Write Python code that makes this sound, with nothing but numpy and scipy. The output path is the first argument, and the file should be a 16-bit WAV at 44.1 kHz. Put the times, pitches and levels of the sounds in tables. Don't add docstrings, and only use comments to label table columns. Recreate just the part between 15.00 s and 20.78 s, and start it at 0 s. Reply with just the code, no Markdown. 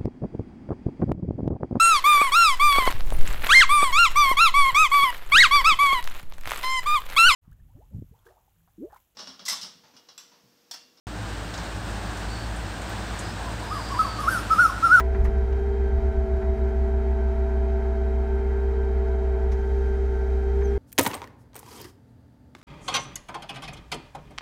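import sys
import numpy as np
from scipy import signal
from scipy.fft import rfft, irfft
from scipy.io import wavfile
from scipy.ndimage import map_coordinates

SR = 44100
rng = np.random.default_rng(int(sys.argv[2]) if len(sys.argv) > 2 else 0)


def put_to_file(sound):
    columns = np.atleast_2d(sound).T
    safe = np.clip(columns, -1, 1)
    whole_steps = np.round(safe * 32767)
    wavfile.write(sys.argv[1], SR, whole_steps.astype(np.int16))


N = 254898
T = np.arange(N) / SR
HZ = np.fft.rfftfreq(N, 1 / SR)
FIRINGS_PER_TURN, PUMP_PER_TURN, DRIVE_PER_TURN = 2, 12.2796, 7

# time_s, speed_hz
CRANK_SPEED = [(0.0, 31.62), (0.4, 31.72), (0.68, 32.23), (1.1, 31.46), (1.42, 31.28), (1.9, 31.67),
               (2.34, 31.55), (2.75, 31.67), (3.1, 31.57), (3.33, 31.8), (3.67, 31.95), (4.15, 31.63),
               (4.39, 31.62), (4.79, 31.99), (5.18, 31.76), (5.42, 31.81), (5.67, 32.43), (5.78, 32.45)]
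# start_s, boom_db, boom_fade_db_per_s, above_hz, shake_db, shake_fade_db_per_s, tilt_db_per_octave
JOLTS = [(0.1, -27, 17, 6.8, -27, 20, 1.5), (0.86, -25, 11, 8.1, -39.5, 6.5, -1.5),
         (1.26, -26.5, 10.5, 6.45, -34, 11.5, 2.5), (4.38, -40, 6, 3.6, -39, 5.5, 0)]
# start_s, end_s, opening_s, closing_s
DIG, LIFT = (-0.31, 0.42, 0.029, 0.67), (0.67, 2.4, 0.42, 1.9)
SWING, TIP = (0.5, 4.35, 0.73, 0.3), (4.47, 4.74, 0.07, 2.2)


def amp(db):
    return np.exp(np.asarray(db) * (np.log(10) / 20))


def unit(x):
    return x / np.sqrt(np.mean(abs(x) ** 2) + 1e-20)


def spectrum(points):
    hz, db = np.transpose(points)
    return np.interp(np.log(HZ + 1), np.log(hz + 1), db)


def colour(x, db):
    return irfft(rfft(x) * amp(db), N) * np.sqrt(SR / 2)


def noise(db):
    return colour(rng.standard_normal(N), db)


def ringing(modes):
    power = sum(amp(db) ** 2 / (1 + ((HZ - hz) / (0.52 * width)) ** 2) ** 2 for hz, width, db in modes)
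    return noise(10 * np.log10(power + 1e-20))


def drift(rate_hz):
    size = 6000
    hz = np.fft.rfftfreq(size, T[-1] / size)
    slow = irfft(rfft(rng.standard_normal(size)) / (1 + (hz / rate_hz) ** 2), size)
    return np.interp(T, np.linspace(0, T[-1], size), unit(slow))


def tone(cycles, db, flutter, rate_hz):
    phase = 2 * np.pi * (cycles + rng.random()) + flutter * drift(rate_hz)
    return amp(db) * (1 + flutter * drift(rate_hz)) * np.sqrt(2) * np.cos(phase)


def stroke(start_s, end_s, opening_s, closing_s):
    ramp = np.clip(np.minimum((T - start_s) / opening_s, 1 - (T - end_s) / closing_s), 0, 1)
    return np.sin(np.pi / 2 * ramp) ** 2


def jolted(blows, rest_db, rise_s=0.072):
    swells = [np.clip((T - s) / rise_s, 0, 1) * amp(db - fade * np.maximum(T - s, 0))
              for s, db, fade in blows]
    return np.maximum(np.max(swells, axis=0), amp(rest_db))


def engine(crank, lugging):
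    # order, level_db
    orders = [(1, -41.4), (2, -23.2), (3, -57.8), (3.5, -60.6), (4, -49.6), (5, -60.6), (5.5, -60.7),
              (6, -60.7), (6.5, -51.0), (8, -51.8), (11, -61.4), (12, -49.8), (13, -58.8), (13.3, -49.5),
              (20, -56.6), (23, -65.8), (24, -53.6), (25, -64.7), (26, -64.8), (31, -63.6), (34, -73.9),
              (39, -71.4), (40, -68.1), (40.5, -71.5), (42.5, -71.5), (44, -59.6), (48, -69.9), (53, -63.1),
              (57.08, -69.9), (61, -76.0), (69, -77.5)]
    out = np.zeros(N)
    for order, db in orders:
        if order == FIRINGS_PER_TURN:
            level = amp(db + 0.2 - 2 * lugging) * (1 + 0.09 * drift(11))
            out += level * np.sqrt(2) * np.cos(2 * np.pi * order * crank)
        else:
            out += tone(order * crank, db - 0.2, flutter=0.15, rate_hz=4.6)
    return out


def cab_boom(crank, antiphase_s=1.262):
    starts, boom_db, fades, above_hz = np.transpose(JOLTS)[:4]
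    latest = np.maximum(np.searchsorted(starts, T) - 1, 0)
    slip = np.cumsum(above_hz[latest]) / SR
    slip -= np.interp(antiphase_s, T, slip)
    envelope = jolted(zip(starts, boom_db, fades), rest_db=-42)
    return -envelope * np.sqrt(2) * np.cos(2 * np.pi * (FIRINGS_PER_TURN * crank + slip))


def hydraulics(crank, speed_hz, labouring, lugging):
    # harmonic, level_db
    pump = [(1, -32.6), (2, -51.7), (5, -73.2), (6, -72.7), (10, -85.7)]
    # harmonic, level_db
    drive = [(1, -41.7), (2, -41.9), (3, -42.4), (4, -52.3), (5, -71.7), (6, -65.9), (8, -72.4),
             (11, -77.7)]
    # unloaded_db, labouring_db, lugging_db, digging_db, lifting_db, tipping_db
    load_response = [(0.7, -0.2, 2, -3, -1.66, -1), (-3, 0, -1.5, -1.5, 5.5, -0.4),
                     (4, -0.9, 2, -3.5, -6.5, -2), (-9, 9, 1.9, 1.5, 2, -5)]
    pump_cycles, drive_cycles = PUMP_PER_TURN * crank, DRIVE_PER_TURN * crank
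    work = np.array([np.ones(N), labouring, lugging, stroke(*DIG), stroke(*LIFT), stroke(*TIP)])
    pump_db, *drive_db = np.array(load_response) @ work
    pickup_db = 8 * np.maximum(speed_hz - 31.8, 0)
    fundamental_db = pump[0][1] + pump_db + pickup_db + 0.18 * drift(2)
    out = tone(pump_cycles, fundamental_db, flutter=0.087, rate_hz=27)
    for k, db in pump[1:]:
        out += tone(k * pump_cycles, db + 0.15, flutter=0.14, rate_hz=4.2)
    for (k, db), load_db in zip(drive, drive_db):
        out += tone(k * drive_cycles, db + load_db, flutter=0.081, rate_hz=3.7)
    for k, db in drive[len(drive_db):]:
        out += tone(k * drive_cycles, db - 0.2, flutter=0.24, rate_hz=2.0)
    return out + ringing([(648, 28, -67.5)]) * amp(0.23 * drive_db[-1])


def whine(crank, speed_hz, in_phase_s=3.03):
    turns = crank - np.interp(in_phase_s, T, crank)
    pump_cycles, drive_cycles = 4 * PUMP_PER_TURN * turns, 7 * DRIVE_PER_TURN * turns
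    pair = amp(-58) * np.cos(2 * np.pi * pump_cycles)
    pair += amp(-62) * np.cos(2 * np.pi * drive_cycles + 0.44 * drift(3.3))
    resonance_db = 4 * np.exp(-((speed_hz - 31.92) / 0.2) ** 2)
    pickup = np.tanh(2 * (speed_hz - speed_hz.mean()))
    whistle = tone(2 * pump_cycles, -71 + 4 * pickup, flutter=0.042, rate_hz=8)
    return np.sqrt(2) * pair * amp(resonance_db + 1.2 * drift(7)) + whistle


def clatter(crank):
    # frequency_hz, density_db
    transmitted = [(20, -77), (80, -74.5), (160, -89), (330, -76.5), (500, -81.5), (950, -82),
                   (1150, -92.5), (1750, -90.5), (2400, -89), (3000, -101), (4600, -103), (6500, -106),
                   (8200, -111), (14000, -118)]
    # centre_hz, width_hz, gain_db
    panels = [(389, 22, 17.5), (435, 30, 15.5), (531.4, 33, 8), (690, 45, 7), (816, 50, 0.5), (920, 150, 3),
              (1330, 220, 11), (1622, 190, 8.5), (1947, 95, 7.5), (2109, 80, 6.5), (3172, 66, 9.5),
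              (3846, 110, 9.5), (14300, 300, 5)]
    cycle = rng.standard_normal(2780)
    repeating = unit(map_coordinates(cycle, [crank / 2 % 1 * len(cycle)], order=3, mode="grid-wrap"))
    fresh = rng.standard_normal(N) * (1 + 0.066 * np.cos(2 * np.pi * FIRINGS_PER_TURN * crank))
    panel_db = sum(gain * np.exp(-2 * ((HZ - hz) / width) ** 2) for hz, width, gain in panels)
    db = spectrum(transmitted) + panel_db
    repeating_share = 0.45 / (1 + (HZ / 2500) ** 2)
    sound = colour(repeating, db + 10 * np.log10(repeating_share + 1e-9))
    sound += colour(fresh, db + 10 * np.log10(1 - repeating_share))
    return sound * amp(0.21 + 0.6 * stroke(*DIG) + 0.5 * drift(18))


def rumble():
    # pitch_hz, width_hz, gain_db
    cab_modes = [(24.5, 15, -17), (42.37, 21, 3), (103.7, 19, -8.5), (207.8, 22, -14)]
    out = np.zeros(N)
    for hz, width, db in cab_modes:
        octaves = np.log2(hz / 100)
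        blows = [(s, shake_db + tilt * octaves, fade) for s, *_, shake_db, fade, tilt in JOLTS]
        mode = tone(hz * T + 0.17 * drift(width / 2), db, flutter=0.18, rate_hz=width / 2)
        out += mode * jolted(blows, rest_db=-46)
    return out


def oil_lines():
    # centre_hz, width_hz, density_db
    hose_modes = [(807, 52, -76.5), (907, 41, -76), (976, 33, -73.5), (1113, 29, -79.5)]
    # centre_hz, width_hz, density_db
    pipe_modes = [(3370, 18, -95), (4030, 40, -102), (4490, 310, -101), (5400, 110, -105), (6060, 86, -104),
                  (6400, 73, -101), (6930, 73, -109)]
    flow = amp(-18.5) + amp(-4.5) * stroke(*DIG) + stroke(*SWING)
    return ringing(hose_modes) * flow + ringing(pipe_modes) * amp(1.5 * drift(10))


def valves():
    # frequency_hz, density_db
    rush = [(20, -130), (2000, -108), (4000, -105), (6200, -100), (7800, -111), (12000, -115),
            (15000, -125)]
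    # start_s, gain_db, length_s, tilt_db_per_octave
    spits = [(0.24, 4.5, 0.026, 10), (0.524, 3, 0.01, -14), (4.516, 12, 0.02, -4.5)]
    flow = amp(-32) + amp(-19) * stroke(*DIG) + amp(-2.5) * stroke(*TIP)
    out = noise(spectrum(rush)) * flow
    octaves = np.log2(np.maximum(HZ, 1500) / 6000)
    for start_s, db, length_s, tilt in spits:
        age = np.maximum(T - start_s, 0)
        gate = (1 - np.exp(-age / 0.0011)) / (1 + (age / length_s) ** 4)
        hiss = noise(spectrum(rush) + db + tilt * octaves)
        grit = amp(2.5 * drift(400))
        out += hiss * gate * grit
    return out


def knocks():
    # start_s, gain_db, t60_s, treble_tilt_db_per_octave
    impacts = [(0, 23, 0.039, 5), (.145, 13.5, 0.078, -4.5), (0.248, 10, 0.15, 0), (.35, 1, 0.054, -7),
               (1.421, 8, 0.059, -9), (4.519, 5.5, .1, -1), (5.615, 5, .16, -7)]
    # frequency_hz, density_db
    linkage = [(20, -94), (200, -70.5), (600, -83), (1000, -78), (1600, -79), (2100, -82), (2900, -95.5),
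               (6000, -106), (14000, -120)]
    # pitch_hz, level_db, t60_s
    steel_modes = [(993, -57, .18), (1963, -61, .16)]
    out = np.zeros(N)
    octaves = np.log2(np.maximum(HZ, 2000) / 2000)
    for start_s, db, t60_s, tilt in impacts:
        sounding = (T >= start_s) & (T < start_s + 0.5)
        age = T[sounding] - start_s
        thump = noise(spectrum(linkage) + tilt * octaves)[sounding] * amp(-60 * age / t60_s)
        ring = sum(amp(level - 60 * age / ring_s) * np.sin(2 * np.pi * hz * age)
                   for hz, level, ring_s in steel_modes)
        out[sounding] += amp(db) * (thump + ring) * np.minimum(age / 0.004, 1)
    return out


def thuds(pitch_hz=42):
    # start_s, level_db, t60_s
    blows = [(0.14, -21, 0.39), (0.188, -21, .3), (0.268, -15, .5), (0.948, -24.5, .45), (1.16, -20.5, .35)]
    out = np.zeros(N)
    for start_s, db, t60_s in blows:
        age = np.maximum(T - start_s, 0)
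        envelope = amp(db - 60 * age / t60_s) * np.minimum(age / 0.016, 1)
        out -= envelope * np.sin(2 * np.pi * pitch_hz * age)
    return out


def clods():
    # frequency_hz, density_db
    truck_bed = [(20, -76), (110, -77.5), (190, -58), (300, -75.5), (600, -89), (2000, -93), (6000, -110),
                 (14000, -120)]
    # frequency_hz, density_db
    sliding = [(20, -130), (2000, -112), (6000, -105), (8000, -113), (15000, -124)]
    spill = stroke(start_s=5.5, end_s=6, opening_s=0.078, closing_s=0.1)
    return (noise(spectrum(truck_bed)) + noise(spectrum(sliding))) * spill * amp(-2 + 1.9 * drift(30))


def squeak():
    # start_s, length_s, start_hz, end_hz, level_db
    slips = [(5.629, 0.0426, 6400, 6160, -55), (5.65, .062, 6040, 5600, -62)]
    out = np.zeros(N)
    for start_s, length_s, start_hz, end_hz, db in slips:
        progress = np.clip((T - start_s) / length_s, 0, 1)
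        pitch_hz = (start_hz + (end_hz - start_hz) * progress) * (1 + 0.012 * drift(200))
        cycles = np.cumsum(pitch_hz) / SR
        rasp = 1 + 0.4 * drift(300)
        song = tone(cycles, db, flutter=0.24, rate_hz=120)
        song += tone(2 * cycles, db - 21, flutter=0.44, rate_hz=120)
        out += np.sin(np.pi * progress) * rasp * song
    return out


def scene():
    speed_hz = np.interp(T, *np.transpose(CRANK_SPEED))
    crank = np.cumsum(speed_hz) / SR
    labouring = np.clip((31.9 - speed_hz) / 0.21, 0, 1)
    lugging = np.clip((31.58 - speed_hz) / 0.24, 0, 1)
    machine = engine(crank, lugging) + cab_boom(crank) + hydraulics(crank, speed_hz, labouring, lugging)
    machine += whine(crank, speed_hz) + clatter(crank) + rumble()
    return (machine + oil_lines() + valves() + knocks() + thuds() + squeak() + clods())[None]


def record(dry, cutoff_hz=15000):
    fade = np.minimum(1, np.minimum(T, T[-1] - T) / 0.002)
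    lowpass = signal.firwin(511, cutoff_hz, window=("kaiser", 9), fs=SR)
    return signal.oaconvolve(dry * fade, lowpass[None], "same")


dry = scene()
out = record(dry)
put_to_file(out)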